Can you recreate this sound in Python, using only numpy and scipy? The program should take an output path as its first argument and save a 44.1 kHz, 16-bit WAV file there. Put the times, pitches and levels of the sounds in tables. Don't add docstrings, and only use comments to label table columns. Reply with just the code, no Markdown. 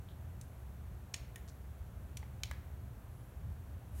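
import sys
import numpy as np
from scipy import signal
from scipy.fft import rfft, irfft
from scipy.io import wavfile
from scipy.ndimage import uniform_filter1d

SR = 44100
rng = np.random.default_rng(int(sys.argv[2]) if len(sys.argv) > 2 else 0)


def dump_mix(stems):
    frames = np.atleast_2d(stems).T
    limited = np.clip(frames, -1, 1)
    pcm = np.round(limited * 32767).astype(np.int16)
    wavfile.write(sys.argv[1], SR, pcm)


N = 176400

# f/Hz, relative level/dB
HISS_SPECTRUM = [(120, -30), (200, 1), (227, -6.5), (294, -5.5), (334, -8.5), (366, -6), (447, -10),
                 (644, -9), (1080, -14.5), (1610, -17), (1930, -21), (4480, -30.5), (4900, -34),
                 (5680, -30.5), (10400, -30.5), (11400, -26), (15800, -30.5)]
# f/Hz, relative level/dB
RUMBLE_SPECTRUM = [(18, -56), (30, -28.5), (42, -11), (55, -6), (67, 1), (77, -6.5), (85, 0.5), (96, -9.5),
                   (108, -7), (130, -14), (170, -17.5), (205, -21), (230, -22.5)]
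# t/s, level/dB
RUMBLE_FADER = [(0.0, -48), (0.32, -45.5), (0.6, -55.5), (0.62, -47), (1.2, -51), (1.21, -47.5),
                (1.54, -50), (1.7, -48.5), (1.78, -57), (1.82, -46.5), (3.27, -49.5), (3.32, -51.5),
                (3.45, -43), (3.59, -48.5), (3.74, -46), (3.82, -54), (3.85, -44.5), (4.0, -45.5)]
# f/Hz, level/dB
HUM_TONES = [(67.5, -56.5), (120, -58.5), (292, -79.5)]
# t/s, level/dB
RUB_FADER = [(.06, -105), (.09, -74), (.125, -72), (.17, -105)]
# t/s, relative level/dB, centre f/Hz, half-width/octaves
CASING_CREAKS = [(.0872, -46, 3430, 0.16), (0.105, -54, 3500, 0.14), (1.478, -53.5, 5450, 0.53),
                 (1.4847, -48.5, 4700, 0.53), (1.4915, -49.5, 6160, 0.39), (1.498, -50, 5400, 0.35)]
# t/s, room send/dB, relative level/dB, EQ of knock/dB, body/dB, mid/dB, sheen/dB,
# treble/dB, crack t60/s, shell ring/dB, catch f/Hz, level/dB, t60/s, struck part f/Hz, level/dB, t60/s
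SWITCH_SNAPS = [(0.4125, 0.5, -45.5, -12, -2, -2, 4, -14, 0.021, -14, 11180, -5, .02, 6300, -13, .025),
                (1.1395, 0, -37.5, -18, -14, -10, -12, -15, 0.012, -12, 5700, -1, 0.0057, 6600, -1, .007),
                (1.142, -0.5, -28, -11.5, -1, -1.5, -4, -19, 0.015, -6.5, 1865, -17, .045, 2520, -21, .025),
                (1.3587, 1, -44, -0.5, 9.5, 1, 1.5, -5, 0.016, -7, 1840, -12.5, 0.085, 3520, -14, .015),
                (2.1708, -0.5, -41, -13, 3.5, 1.5, 2.5, -7, 0.018, -12, 5870, -7, 0.02, 6950, -12, .06),
                (2.2282, -1, -58.5, 12.5, 16.5, 3, -16, -22, 0.03, -6, 840, -5, 0.031, 2150, -12, 0.014),
                (2.4346, -1, -28, -10, 0.5, 1, -10.5, -15, 0.014, -11, 6750, -14, .012, 3060, -12, .028),
                (2.5124, 0, -44.5, 12.5, 14.5, 3, -1, -6.5, 0.012, -12, 1690, -14, 0.06, 2300, -12, .012)]
# f/Hz, relative level/dB, t60/s
SHELL_MODES = [(1883, -13, 0.062), (2380, 2, 0.011), (2955, -11, 0.048), (3050, -4, 0.033),
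               (3410, -3, 0.025), (3780, -5, 0.028), (4310, -1.5, 0.012), (5480, -4, 0.014),
               (6280, -4, 0.011), (6460, -1, 0.015), (6870, -5.5, .03), (7190, 7, 0.014), (8140, -8, 0.015),
               (9820, 3, 0.0091)]
# f/Hz, t60/s
ROOM_DECAY = [(300, 0.1), (1500, 0.93), (3000, 0.52), (5500, 0.42), (7500, 0.25), (12000, 0.5),
              (16000, 1.9)]
# delay/s, level/dB
REFLECTIONS = [(.0034, -14.5), (0.0116, -23), (0.0127, -32), (0.0171, -35), (.0215, -19), (0.026, -32)]
# t/s, length/s, level/dB, f/Hz, width/Hz
HIGH_WHINES = [(0.468, 0.17, -80, 11300, 400), (1.382, 0.2, -81, 11300, 400), (3.06, 0.27, -80, 11200, 40)]
# f/Hz, relative level/dB
GRIP_SPECTRUM = [(100, -5), (220, 20), (500, -1), (1500, -1), (2700, -2), (5000, -9.5), (6700, -3.5),
                 (9500, 0.5), (12500, 1.5), (16000, -8)]
# t/s, level/dB
GRIP_FADER = [(3.88, -91), (3.95, -64.5), (4.0, -56)]

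TOY_GAIN = 10
SUB_HZ, KNOCK_HZ, HOLLOW_HZ, BODY_HZ = 244, 800, 1390, 2070
MID_HZ, SNAP_HZ, SHEEN_HZ, TREBLE_HZ = 3640, 5840, 8800, 13400


def amp(db):
    return 10 ** (np.asarray(db) / 20)


def unit_rms(x):
    return x / np.sqrt(np.mean(x ** 2) + 1e-30)


def unit_energy(x):
    return x / np.sqrt(np.sum(x ** 2) + 1e-30)


def curve_at(points, hz):
    f, value = np.transpose(points)
    return np.interp(np.log(hz + 1), np.log(f + 1), value)


def fader(points):
    return amp(np.interp(np.arange(N) / SR, *np.transpose(points)))


def add(mix, start_s, sound):
    part = mix[max(round(start_s * SR), 0):][:len(sound)]
    part += sound[:len(part)]


def noise(gain):
    white = rfft(rng.standard_normal(N))
    return unit_rms(irfft(white * gain(np.fft.rfftfreq(N, 1 / SR)), N))


def band_noise(hz, width_hz):
    return noise(lambda f: 1 / (1 + (2 * (f - hz) / width_hz) ** 2))


def eq(x, points, size=2048):
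    log_gain = np.log(amp(curve_at(points, abs(np.fft.fftfreq(size, 1 / SR)))))
    response = np.exp(np.conj(signal.hilbert(log_gain)))
    taps = np.fft.ifft(response).real
    return signal.fftconvolve(x, taps[:size // 2])


def decay(t, t60):
    return np.exp(-np.log(1000) * t / t60)


def band_power(spectrum, width_hz):
    bins = round(width_hz * 2 * (len(spectrum) - 1) / SR)
    return abs(uniform_filter1d(abs(spectrum) ** 2, bins))


def diffuse(x):
    spectrum = rfft(x, 2 * len(x))
    power = band_power(spectrum, width_hz=160)
    return irfft(spectrum / np.sqrt(power + 1e-20))[:len(x)]


def hiss(db=-61.5, low_cut_hz=120):
    return amp(db) * noise(lambda f: amp(curve_at(HISS_SPECTRUM, f)) * np.minimum(f / low_cut_hz, 1) ** 8)


def ventilation(high_cut_hz=230):
    rumble = noise(lambda f: amp(curve_at(RUMBLE_SPECTRUM, f)) / (1 + (f / high_cut_hz) ** 10))
    return fader(RUMBLE_FADER) * rumble


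def hum(waver_rad=0.45, waver_hz=4.3):
    out = np.zeros(N)
    t = np.arange(N) / SR
    for hz, db in HUM_TONES:
        waver = waver_rad * noise(lambda f: 1 / (1 + (f / waver_hz) ** 4))
        phase = 2 * np.pi * (hz * t + rng.random())
        out += amp(db) * unit_rms(np.sin(phase + waver))
    return out


def finger_rub():
    return fader(RUB_FADER) * band_noise(hz=3440, width_hz=1300)


def crack(t, t60):
    return unit_energy(diffuse(rng.standard_normal(len(t)) * decay(t, t60)))


def creak(db, hz, octaves):
    t = np.arange(SR // 20) / SR
    grid_hz = np.geomspace(100, SR / 2, 60)
    band = [(f, -10 * np.log10(1 + (np.log2(f / hz) / octaves) ** 4)) for f in grid_hz]
    return TOY_GAIN * amp(db) * eq(crack(t, t60=0.017), band)


def room_send(x):
    spectrum = rfft(x, 2 * len(x))
    fine = band_power(spectrum, width_hz=90)
    broad = band_power(spectrum, width_hz=700)
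    return irfft(spectrum * np.sqrt(broad / (fine + 1e-20)))[:len(x)]


def room(x, tail_db=-6.5, onset_s=0.009):
    scatter = np.concatenate([unit_rms(diffuse(piece)) for piece in rng.standard_normal((20, SR // 20))])
    hz, t, bands = signal.stft(scatter, SR, nperseg=256)
    t60 = curve_at(ROOM_DECAY, hz)[:, None]
    _, tail = signal.istft(bands * decay(t, t60), SR, nperseg=256)
    fade_in = np.minimum(np.arange(len(tail)) / SR / onset_s, 1) ** 2
    response = amp(tail_db) * unit_energy(tail * fade_in)
    for delay_s, db in REFLECTIONS:
        add(response, delay_s, amp([db]))
    return signal.fftconvolve(x, response)[:N]


def shell_ring(t):
    return unit_energy(sum((-1) ** k * amp(db) * decay(t, t60) * np.sin(2 * np.pi * hz * t)
                           for k, (hz, db, t60) in enumerate(SHELL_MODES)))


def ping(t, hz, t60):
    return unit_energy(decay(t, t60) * np.cos(2 * np.pi * hz * t))


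def switch_snap(db, knock_db, body_db, mid_db, sheen_db, treble_db, crack_t60, ring_db,
                catch_hz, catch_db, catch_t60, struck_hz, struck_db, struck_t60,
                attack_s=0.0003, tick_db=-7.5):
    t = np.arange(SR // 8) / SR
    ring = amp(ring_db) * shell_ring(t)
    catch = amp(catch_db) * ping(t, catch_hz, catch_t60)
    struck = amp(struck_db) * ping(t, struck_hz, struck_t60)
    snap = (crack(t, crack_t60) + ring + catch + struck) * np.minimum(t / attack_s, 1)
    add(snap, attack_s, amp([tick_db]))
    tone = [(SUB_HZ / 2, knock_db - 22), (SUB_HZ, knock_db - 11),
            (KNOCK_HZ, knock_db), (HOLLOW_HZ, knock_db), (BODY_HZ, body_db), (MID_HZ, mid_db),
            (SNAP_HZ, 0), (SHEEN_HZ, sheen_db), (TREBLE_HZ, treble_db)]
    return TOY_GAIN * amp(db) * eq(unit_energy(snap), tone)


def toy(notch_hz=4980, notch_db=-7, half_width_hz=175):
    direct, send = np.zeros((2, N))
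    hits = [(start_s, send_db, switch_snap(*voice)) for start_s, send_db, *voice in SWITCH_SNAPS]
    hits += [(start_s, 0, creak(*voice)) for start_s, *voice in CASING_CREAKS]
    for start_s, send_db, sound in hits:
        add(direct, start_s, sound)
        add(send, start_s, amp(send_db) * room_send(sound))
    grid_hz = np.linspace(0, SR / 2, 400)
    notch = [(f, notch_db / (1 + ((f - notch_hz) / half_width_hz) ** 2)) for f in grid_hz]
    return eq(direct, notch)[:N], eq(send, notch)[:N]


def whines():
    out = np.zeros(N)
    for start_s, length_s, db, hz, width_hz in HIGH_WHINES:
        n = round(length_s * SR)
        whine = unit_rms(band_noise(hz, width_hz)[:n])
        add(out, start_s, amp(db) * whine * signal.windows.tukey(n, 0.2))
    return out


def grip_shift():
    return fader(GRIP_FADER) * noise(lambda f: amp(curve_at(GRIP_SPECTRUM, f)))


def scene(side_db=-21.5, side_from_hz=5600):
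    direct, send = toy()
    bed = hiss() + ventilation() + hum() + whines()
    mid = bed + finger_rub() + grip_shift() + direct + room(send)
    double, _ = toy()
    high_pass = signal.butter(8, side_from_hz, "high", fs=SR, output="sos")
    side = amp(side_db) * signal.sosfilt(high_pass, double)
    return np.array([mid + side, mid - side])


def record(dry):
    high_cut = signal.firwin(511, cutoff=15900, window=("kaiser", 9), fs=SR)
    return signal.oaconvolve(dry, high_cut[None], "same")


dry = scene()
out = record(dry)
dump_mix(out)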